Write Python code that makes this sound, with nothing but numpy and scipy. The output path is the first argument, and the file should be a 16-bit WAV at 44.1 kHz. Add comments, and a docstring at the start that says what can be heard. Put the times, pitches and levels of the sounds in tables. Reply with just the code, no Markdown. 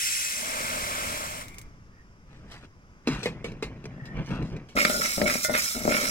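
"""In a kitchen, dry lentils pour into a wide metal pot. Their impacts excite the modes of the bare
metal until the growing heap damps them. After a pause something hollow is bumped and shifted close by;
then a metal skimmer stirs, scraping by friction and knocking the pot so that its own blade rings.
Two microphones receive direct and scattered sound over a low room rumble and a faint wavering tone."""
import sys
import numpy as np
from scipy import signal
from scipy.fft import rfft, irfft, next_fast_len
from scipy.io import wavfile
from scipy.ndimage import uniform_filter1d

SR = 44100
rng = np.random.default_rng(int(sys.argv[2]) if len(sys.argv) > 2 else 0)


def generate_wav(sig):
    """Save sig (samples, or channels by samples) to the path in sys.argv[1] as 16-bit PCM at SR."""
    pcm = np.round(np.clip(np.atleast_2d(sig).T, -1, 1) * 32767).astype(np.int16)
    wavfile.write(sys.argv[1], SR, pcm)


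N = 269085

# Strength of the stream: t/s, level/dB
FLOW = [(0, -26.5), (.2, -28), (.38, -30.5), (1.15, -32.5), (1.42, -39.5), (1.5, -61), (1.7, -79)]
# Modes of the empty pot, the pot under grain, and the wall the heap leaves free: f/Hz, width/Hz, level/dB
BARE_MODES = [(1457, 25, -1), (2095, 31, 0), (2360, 20.5, -1.5), (2564, 38, 1), (2930, 55, -9),
              (5330, 280, -3.5), (6120, 120, 1), (7360, 111, -6), (7540, 180, -0.5), (10260, 240, -6)]
LOADED_MODES = [(230.3, 38.6, -2.5), (598, 35, -3), (1347, 60, -2), (2102, 71, -6.5), (2230, 110, -7),
                (5310, 400, -6.5), (7570, 150, -9)]
WALL_MODES = [(2135, 48, 1), (2325, 77, -1.5)]
# Impact spectra on metal and on the heap: f/Hz, density/dB
METAL_SPECTRUM = [(590, -75), (1000, -13.5), (2100, -5), (4310, -8.5), (4730, -8.5), (7530, -5.5),
                  (16000, -17)]
HEAP_SPECTRUM = [(100, -38.5), (249, -10.5), (433, -8.5), (608, 4.5), (752, -5), (1150, 3), (2130, -5.5),
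                 (16000, -19.5)]
def pour():
    """Impact excitation: grains ring the bare metal, then sound duller as the heap adds damping."""
    covered_s, growth_s = 0.44, 0.071
    covered = 1 / (1 + np.exp((covered_s - np.arange(N) / SR) / growth_s))
    grains = stereo(patter([1], 30000, 1), -18.5, 0.286, scatter_s=0.0042, shift_s=0.0015)
    responses = (body(METAL_SPECTRUM, -2, BARE_MODES, low_hz=1166),
                 body(METAL_SPECTRUM, low_hz=1485),
                 body(HEAP_SPECTRUM, -4, LOADED_MODES[:2] + WALL_MODES))
    # offsets of a second make the three layers incoherent
    metal, ticks, heap = (signal.oaconvolve(np.roll(grains, k * SR, axis=1), ring[None])[:, :N]
                          for k, ring in enumerate(responses))
    stream = (1 - 0.51 * covered) * metal + 0.44 * covered * ticks
    stream += gain_of(-1.5) * (0.081 + covered) * heap
    return envelope(FLOW) * stream


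# Last single grains: t/s, level/dB
STRAY_GRAINS = [(1.481, -24), (1.5417, -30.5), (1.5821, -19), (1.6132, -27.5)]
def last_grains():
    """Repeated excitation: stray and bouncing grains keep the pot wall ringing."""
    strays = strikes(STRAY_GRAINS, 1, body(METAL_SPECTRUM, 1.5, WALL_MODES, low_hz=1540), t60=0.0092)
    bouncing = surges(starts=[1.39], levels_db=[-52], holds=[0.15], rise_s=0.046, fade_db_per_s=127)
    skitter = bouncing * patter(body(METAL_SPECTRUM, -19, WALL_MODES), 3000, 3.1)
    return stereo(strays + skitter, -22.5, 0.33, scatter_s=0.008)


# Contact spectrum of the filled pot: f/Hz, density/dB
STIR_SPECTRUM = [(30, -24.5), (584, -9.5), (1070, -19), (2290, -10.5), (3060, -19), (4100, -12.5),
                 (4650, -21), (6000, -14.5), (16000, -22.5)]
def filled_pot():
    """Contact stiffness sets bandwidth: the pot's responses to blunt, edge and tick contact."""
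    return (body(STIR_SPECTRUM, 0, LOADED_MODES, low_hz=155, high_hz=880),
            body(STIR_SPECTRUM, -2.5, LOADED_MODES, low_hz=1140, high_hz=3000),
            body(STIR_SPECTRUM, 0.86, LOADED_MODES, low_hz=3900))


# Skimmer on pot: t/s, level/dB, hardness (0 blunt, 1 edge, 2 tick), blade level/dB
KNOCKS = [(4.773, -13.5, 0.6, -25), (4.849, -2.5, 0.98, -23), (4.897, -11.5, 0.5, -18),
          (4.9415, -35, 3, -18), (4.972, -29.5, 0.5, -47), (5.055, -11.5, 1.5, -45), (5.179, -19, 0.1, -49),
          (5.2145, -7.5, 0.5, -49), (5.278, -10, 1.4, -37.5), (5.297, -8, 1.5, -42),
          (5.353, -15.5, 0.42, -42), (5.446, -5, 2.5, -14), (5.494, -16.5, -0.45, -20),
          (5.549, -12, 0.9, -20), (5.851, -15.5, 0.2, -49.5), (5.876, -10.5, -0.13, -43),
          (5.92, -12, 0.8, -34), (5.947, -13.5, 0.7, -38)]
# Modes of the blade: f/Hz, width/Hz, level/dB
BLADE_MODES = [(614, 25, -2), (1290, 18, -6), (1436, 9, 5), (1836, 10, -9), (2060, 16, -5), (3520, 20, -17)]
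def skimmer_knocks():
    """Free vibration: each collision leaves both pot and blade ringing in their own modes."""
    blade = strikes(KNOCKS, 3, body(STIR_SPECTRUM, -26, BLADE_MODES), t60=0.0088)
    peaks = by_hardness(KNOCKS, focus_db=13.5)
    blunt, edge, tick = (strikes(peaks, k + 1, ring, t60=0.032, jarring=0.073, detune=0.042)
                         for k, ring in enumerate(filled_pot()))
    return (stereo(blunt, -16, 4.1, scatter_s=0.0033, shift_s=0.11)
            + stereo(edge + tick + blade, -20.5, -0.82, scatter_s=0.0052, shift_s=0.15))


# Strokes: t/s, push level/dB, push hold/s, scrape delay/s, scrape level/dB, scrape hold/s
STIR_STROKES = [(4.751, -35, 0.26, 0.011, -24, 0.061), (4.99, -62, 0.028, 0.017, -29.5, 0.053),
                (5.17, -27.5, 0.089, 0.084, -29, 0.05), (5.483, -31, 0.021, 0.048, -27.5, 0.04),
                (5.747, -36, 0.078, 0.011, -51, 0.14), (5.847, -28, 0.077, 0.043, -29, 0.092),
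                (5.98, -37, 0.13, 0.014, -33, 0.08)]
# Swept grains, hushed where the skimmer turns: t/s, level/dB
GRAIN_RATTLE = [(4.754, -38.5), (4.79, -30.5), (5.14, -29.5), (5.235, -37), (5.28, -29), (5.42, -32.5),
                (5.44, -23), (5.49, -39.5), (5.58, -27), (5.7, -30), (5.74, -31), (5.82, -39), (5.9, -32.5),
                (6.1, -28.5)]
def stirring():
    """Friction as many small impacts: the skimmer pushes the pot floor, scrapes and sweeps the grains."""
    start_s, rise_s = 4.754, 0.005
    push_rest_db, scrape_rest_db = -83, -44  # between strokes
    hand_sway = (44.7, 13, -7.5)
    low = body(STIR_SPECTRUM, -4, LOADED_MODES + [hand_sway], high_hz=666)
    _, mid, high = filled_pot()
    begun = np.clip((np.arange(N) / SR - start_s) / 0.0012, 0, 1)
    lands, push_db, push_s, delay, scrape_db, scrape_s = np.transpose(STIR_STROKES)
    pushing = surges(lands, push_db, push_s, rise_s, fade_db_per_s=137)
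    scraping = surges(lands + delay, scrape_db, scrape_s, rise_s, fade_db_per_s=139)
    push = (pushing + begun * gain_of(push_rest_db)) * patter(low, 600, 2.34)
    scrape = (scraping + begun * gain_of(scrape_rest_db)) * patter(mid, 1500, 4.7)
    rattle = begun * envelope(GRAIN_RATTLE) * patter(high, 8300, 7.9)
    return stereo(push, -2, 5.2, shift_s=0.034) + stereo(scrape + rattle, -13, -2.6, shift_s=0.032)


# Contact spectrum of the hollow object: f/Hz, density/dB
OBJECT_SPECTRUM = [(30, -54), (134, 5), (437, -13), (801, -17), (2480, -18.5), (3140, -22), (7470, -38),
                   (16000, -62.5)]
# Its modes: f/Hz, width/Hz, level/dB
HOLLOW_MODES = [(215, 38, -5), (441.5, 49, 0.5), (714, 200, -20), (2114, 26, -4.5), (2480, 75, -8.5)]
# Its bumps: t/s, level/dB, hardness (0 thud, 1 knock, 2 tick), tail T60/s
OBJECT_BUMPS = [(2.515, -37.5, 2.3, 0.15), (3.072, -19, 1.13, 0.13), (3.23, -24, 1.6, 0.21),
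                (3.256, -14.5, 0.54, 0.12), (3.442, -22.5, 0.54, 0.19), (3.518, -37, 0.79, 0.044),
                (3.624, -19, 0.3, 0.14), (3.84, -35.5, 0.46, 0.053), (3.854, -28.5, 0.34, 0.047),
                (4.054, -29.5, 3.6, 0.12), (4.305, -30.5, 0.58, 0.05), (4.424, -32, 0.38, 0.043),
                (4.564, -32.5, 0.3, 0.045), (4.168, -35.5, 0.41, 0.05), (4.687, -42, 2.2, 0.36)]
BUMP_FOCUS_DB = 3
def bumps():
    """Resonance of a hollow body: it rings at each bump, and lower when set down under the hand's load."""
    thud = body(OBJECT_SPECTRUM, -8, HOLLOW_MODES, low_hz=250, high_hz=900)
    knock = body(OBJECT_SPECTRUM, -0.5, HOLLOW_MODES, low_hz=725, high_hz=3900)
    tick = body(OBJECT_SPECTRUM, low_hz=4450)
    held = body(OBJECT_SPECTRUM, -11.5, HOLLOW_MODES, low_hz=366, high_hz=1480)
    peaks = by_hardness(OBJECT_BUMPS, BUMP_FOCUS_DB)
    t60 = np.array(OBJECT_BUMPS)[:, -1]
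    bumped = sum(strikes(peaks, k + 1, ring, t60, jarring=0.032 + 0.066 * k, detune=0.071)
                 for k, ring in enumerate((thud, knock, tick)))
    set_down = strikes([(3.072, -19), (3.085, -16.5)], 1, held, t60=0.068, pitch=0.595)
    return bumped + set_down


# Scuffs of the object: t/s, level/dB, loss from lows to mids/dB, half length/s
OBJECT_SCUFFS = [(2.345, -54, 4.5, 0.043), (2.443, -49, 13.5, 0.046), (2.543, -47.5, 1.5, 0.034),
                 (2.635, -45, 5.5, 0.018), (3.131, -33.5, 3, 0.032), (3.2, -39.5, 3.5, 0.036),
                 (4.09, -41, 20, 0.17), (4.194, -30.5, 14, 0.032), (4.285, -54, -1.5, 0.03),
                 (4.342, -29.5, 10, 0.035), (4.423, -30, 17.5, 0.039), (4.47, -67.5, -5, 0.048),
                 (4.558, -34.5, 19, 0.052)]
def rubbing():
    """Sliding friction: the object scuffs as it shifts and rubs as it settles after each bump."""
    hand_sway = (49.6, 23, -0.22)
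    low = body(OBJECT_SPECTRUM, 0, [hand_sway], high_hz=730)
    mid = body(OBJECT_SPECTRUM, low_hz=810, high_hz=3060)
    high = body(OBJECT_SPECTRUM, low_hz=4450)
    starts, thud_db = by_hardness(OBJECT_BUMPS, BUMP_FOCUS_DB).T[:2]
    settling = surges(starts, thud_db - 22, holds=[0.019], rise_s=0.019, fade_db_per_s=29.5)
    times, db, loss_db, half_s = np.transpose(OBJECT_SCUFFS)
    lows = np.hypot(swells(times, db, half_s), settling) * patter(low, 500, 1)
    mids = np.hypot(swells(times, db - loss_db, half_s), settling * gain_of(-14.5)) * patter(mid, 1500, 1.3)
    hiss = swells(times, db - 2.42 * loss_db - 2, half_s) * patter(high, 6000, 9)
    return lows + mids + hiss


# Swells of the tone: t/s, level/dB, half length/s
TONE_SWELLS = [(1.98, -58, 0.042), (4.08, -50, 0.084)]
def faint_tone():
    """Narrow-band noise: a randomly driven resonance is heard as a wavering pitch."""
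    ring = body([(20, -60), (16000, -60)], modes=[(1818, 40, 0)])
    return stereo(swells(*np.transpose(TONE_SWELLS)) * patter(ring, 4000, 0.78), -15.5, 0)


# Room noise spectrum: f/Hz, density/dB
ROOM_SPECTRUM = [(30, -4.5), (110, -6.5), (230, -15), (300, -18), (740, -28), (1200, -24), (2400, -32.5),
                 (4300, -47.5), (4900, -35), (6200, -37.5), (8000, -53.5), (16000, -66)]
# Gain on the background, which comes up during the pour and then drops: t/s, level/dB
BACKGROUND_GAIN = [(.35, -11), (.6, -1.5), (1.4, 0.5), (1.798, -7)]
def kitchen():
    """Amplitude-modulated noise: a lumpy low rumble and faint hiss, scaled by the background gain."""
    level_db, wander_db = -44.5, 0.5
    wander = unit_rms(uniform_filter1d(uniform_filter1d(rng.standard_normal(N), 5000), 5000))
    air = unit_rms(signal.oaconvolve(rng.standard_normal(N + SR), body(ROOM_SPECTRUM))[SR // 2:][:N])
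    gain = gain_of(level_db + wander_db * wander) * envelope(BACKGROUND_GAIN)
    return stereo(gain * air, -10.5, 0.38, scatter_s=0.14)


# Direct sound at both microphones: f/Hz, share of power
DIRECT_SHARE = [(60, .93), (500, .96), (1500, .85), (3000, .55), (8000, .15)]
def stereo(x, lag, pan_db, scatter_s=0.0076, shift_s=0.006):
    """Superposition of direct sound, lag samples later on the left, and scattering by changing paths."""
    paths, size = 4, next_fast_len(N + SR // 4)
    hz, t = np.fft.rfftfreq(size, 1 / SR), np.arange(SR // 10) / SR
    echoes = rng.standard_normal((paths, 2, len(t))) * np.exp(-t / scatter_s)
    echoes = rfft(echoes / np.linalg.norm(echoes, axis=2, keepdims=True), size)
    step = round(shift_s * SR)
    weights = rng.standard_normal((N // 64, paths)).T[:, np.arange(N) // step]
    weights = uniform_filter1d(weights, size=step, axis=1)
    scattered = (rfft(x * weights / np.linalg.norm(weights, axis=0), size)[:, None] * echoes).sum(0)
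    share = np.clip(at_frequency(DIRECT_SHARE, hz), 0, 1)
    direct = rfft(x, size) * np.exp(-1j * np.pi * hz * lag / SR * np.array([[1], [-1]]))
    both = np.sqrt(share) * direct + np.sqrt(1 - share) * scattered
    return irfft(both, size)[:, :N] * gain_of([[pan_db / 2], [-pan_db / 2]])


def body(spectrum, spectrum_db=0, modes=(), low_hz=1, high_hz=103000):
    """Minimum-phase impulse response of a broad spectrum plus Lorentzian modes, band-limited."""
    hz = abs(np.fft.fftfreq(2 ** 14, 1 / SR)) + 1
    power = gain_of(at_frequency(spectrum, hz) + spectrum_db) ** 2
    power += sum(gain_of(db) ** 2 / (1 + (2 * (hz - f) / width) ** 2) for f, width, db in modes)
    power = power / (1 + (low_hz / hz) ** 6) / (1 + (hz / high_hz) ** 6)
    log_gain = np.log(power + 1e-12) / 2
    ring = np.fft.ifft(np.exp(np.conj(signal.hilbert(log_gain)))).real[:6000]
    return ring / np.linalg.norm(ring)


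def patter(ring, per_s, spread_db):
    """Shot noise: random impacts of uneven size drive a response; rms 1."""
    chance, size, sign = rng.random((3, N))
    hits = (chance < per_s / SR) * gain_of(-spread_db * np.log(size + 0.03)) * np.sign(sign - .5)
    return unit_rms(signal.oaconvolve(hits, ring)[:N])


def strikes(rows, db_column, ring, t60, jarring=0.029, detune=0, pitch=1):
    """Convolution: an impulse with a jarring tail drives the response, which detune varies per hit."""
    hits, t = np.zeros(N + SR), np.arange(SR // 4) / SR
    taps = np.arange(len(ring))
    for row, tail_s in zip(rows, np.clip(t60, .01, .3) * np.ones(len(rows))):
        tail = np.clip(t / 0.00042, 0, 1) * gain_of(-60 * t / tail_s)
        force = jarring * tail * rng.standard_normal(len(t))
        force[SR // 500] = 1  # the contact closes after 2 ms
        ratio = pitch * (1 + detune * rng.uniform(-1.2, 1))
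        sound = signal.oaconvolve(force, np.interp(taps * ratio, taps, ring, right=0))[:len(t)]
        hits[round(row[0] * SR):][:len(t)] += gain_of(row[db_column]) * sound / abs(sound).max()
    return hits[:N]


def by_hardness(rows, focus_db):
    """Harder contact excites higher bands. Returns t/s and low, middle and high level/dB."""
    rows = np.array(rows)
    return np.c_[rows[:, 0], rows[:, 1:2] - focus_db * (rows[:, 2:3] - np.arange(3)) ** 2]


def surges(starts, levels_db, holds, rise_s, fade_db_per_s):
    """Power sum of gains that rise, hold, then decay exponentially."""
    t = np.arange(N) / SR - np.c_[starts]
    fade_db = fade_db_per_s * np.maximum(t - np.c_[holds], 0)
    return np.linalg.norm(np.clip(t / rise_s, 0, 1) * gain_of(np.c_[levels_db] - fade_db), axis=0)


def swells(middles, levels_db, half_s):
    """Power sum of Gaussian gains."""
    t = np.arange(N) / SR - np.c_[middles]
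    return np.linalg.norm(gain_of(np.c_[levels_db]) * np.exp(-(t / np.c_[half_s]) ** 2 / 2), axis=0)


def envelope(points):
    return gain_of(np.interp(np.arange(N) / SR, *np.transpose(points)))


def at_frequency(points, hz):
    f, value = np.transpose(points)
    return np.interp(np.log(hz + 1), np.log(f + 1), value)


def gain_of(db):
    return 10 ** (np.asarray(db) / 20)


def unit_rms(x):
    return x / np.sqrt(np.mean(x ** 2) + 1e-20)


def scene():
    """Linear superposition of all sources."""
    lentils = pour() + last_grains()
    hollow_object = stereo(rubbing() + bumps(), -4.5, 0.66, scatter_s=0.0026, shift_s=0.049)
    return lentils + hollow_object + skimmer_knocks() + stirring() + faint_tone() + kitchen()


def record(dry):
    """Band limiting: a linear-phase low-pass removes the highest treble."""
    low_pass = signal.firwin(511, cutoff=16030, window=("kaiser", 8), fs=SR)
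    return signal.oaconvolve(dry, low_pass[None], "same")


dry = scene()
out = record(dry)
generate_wav(out)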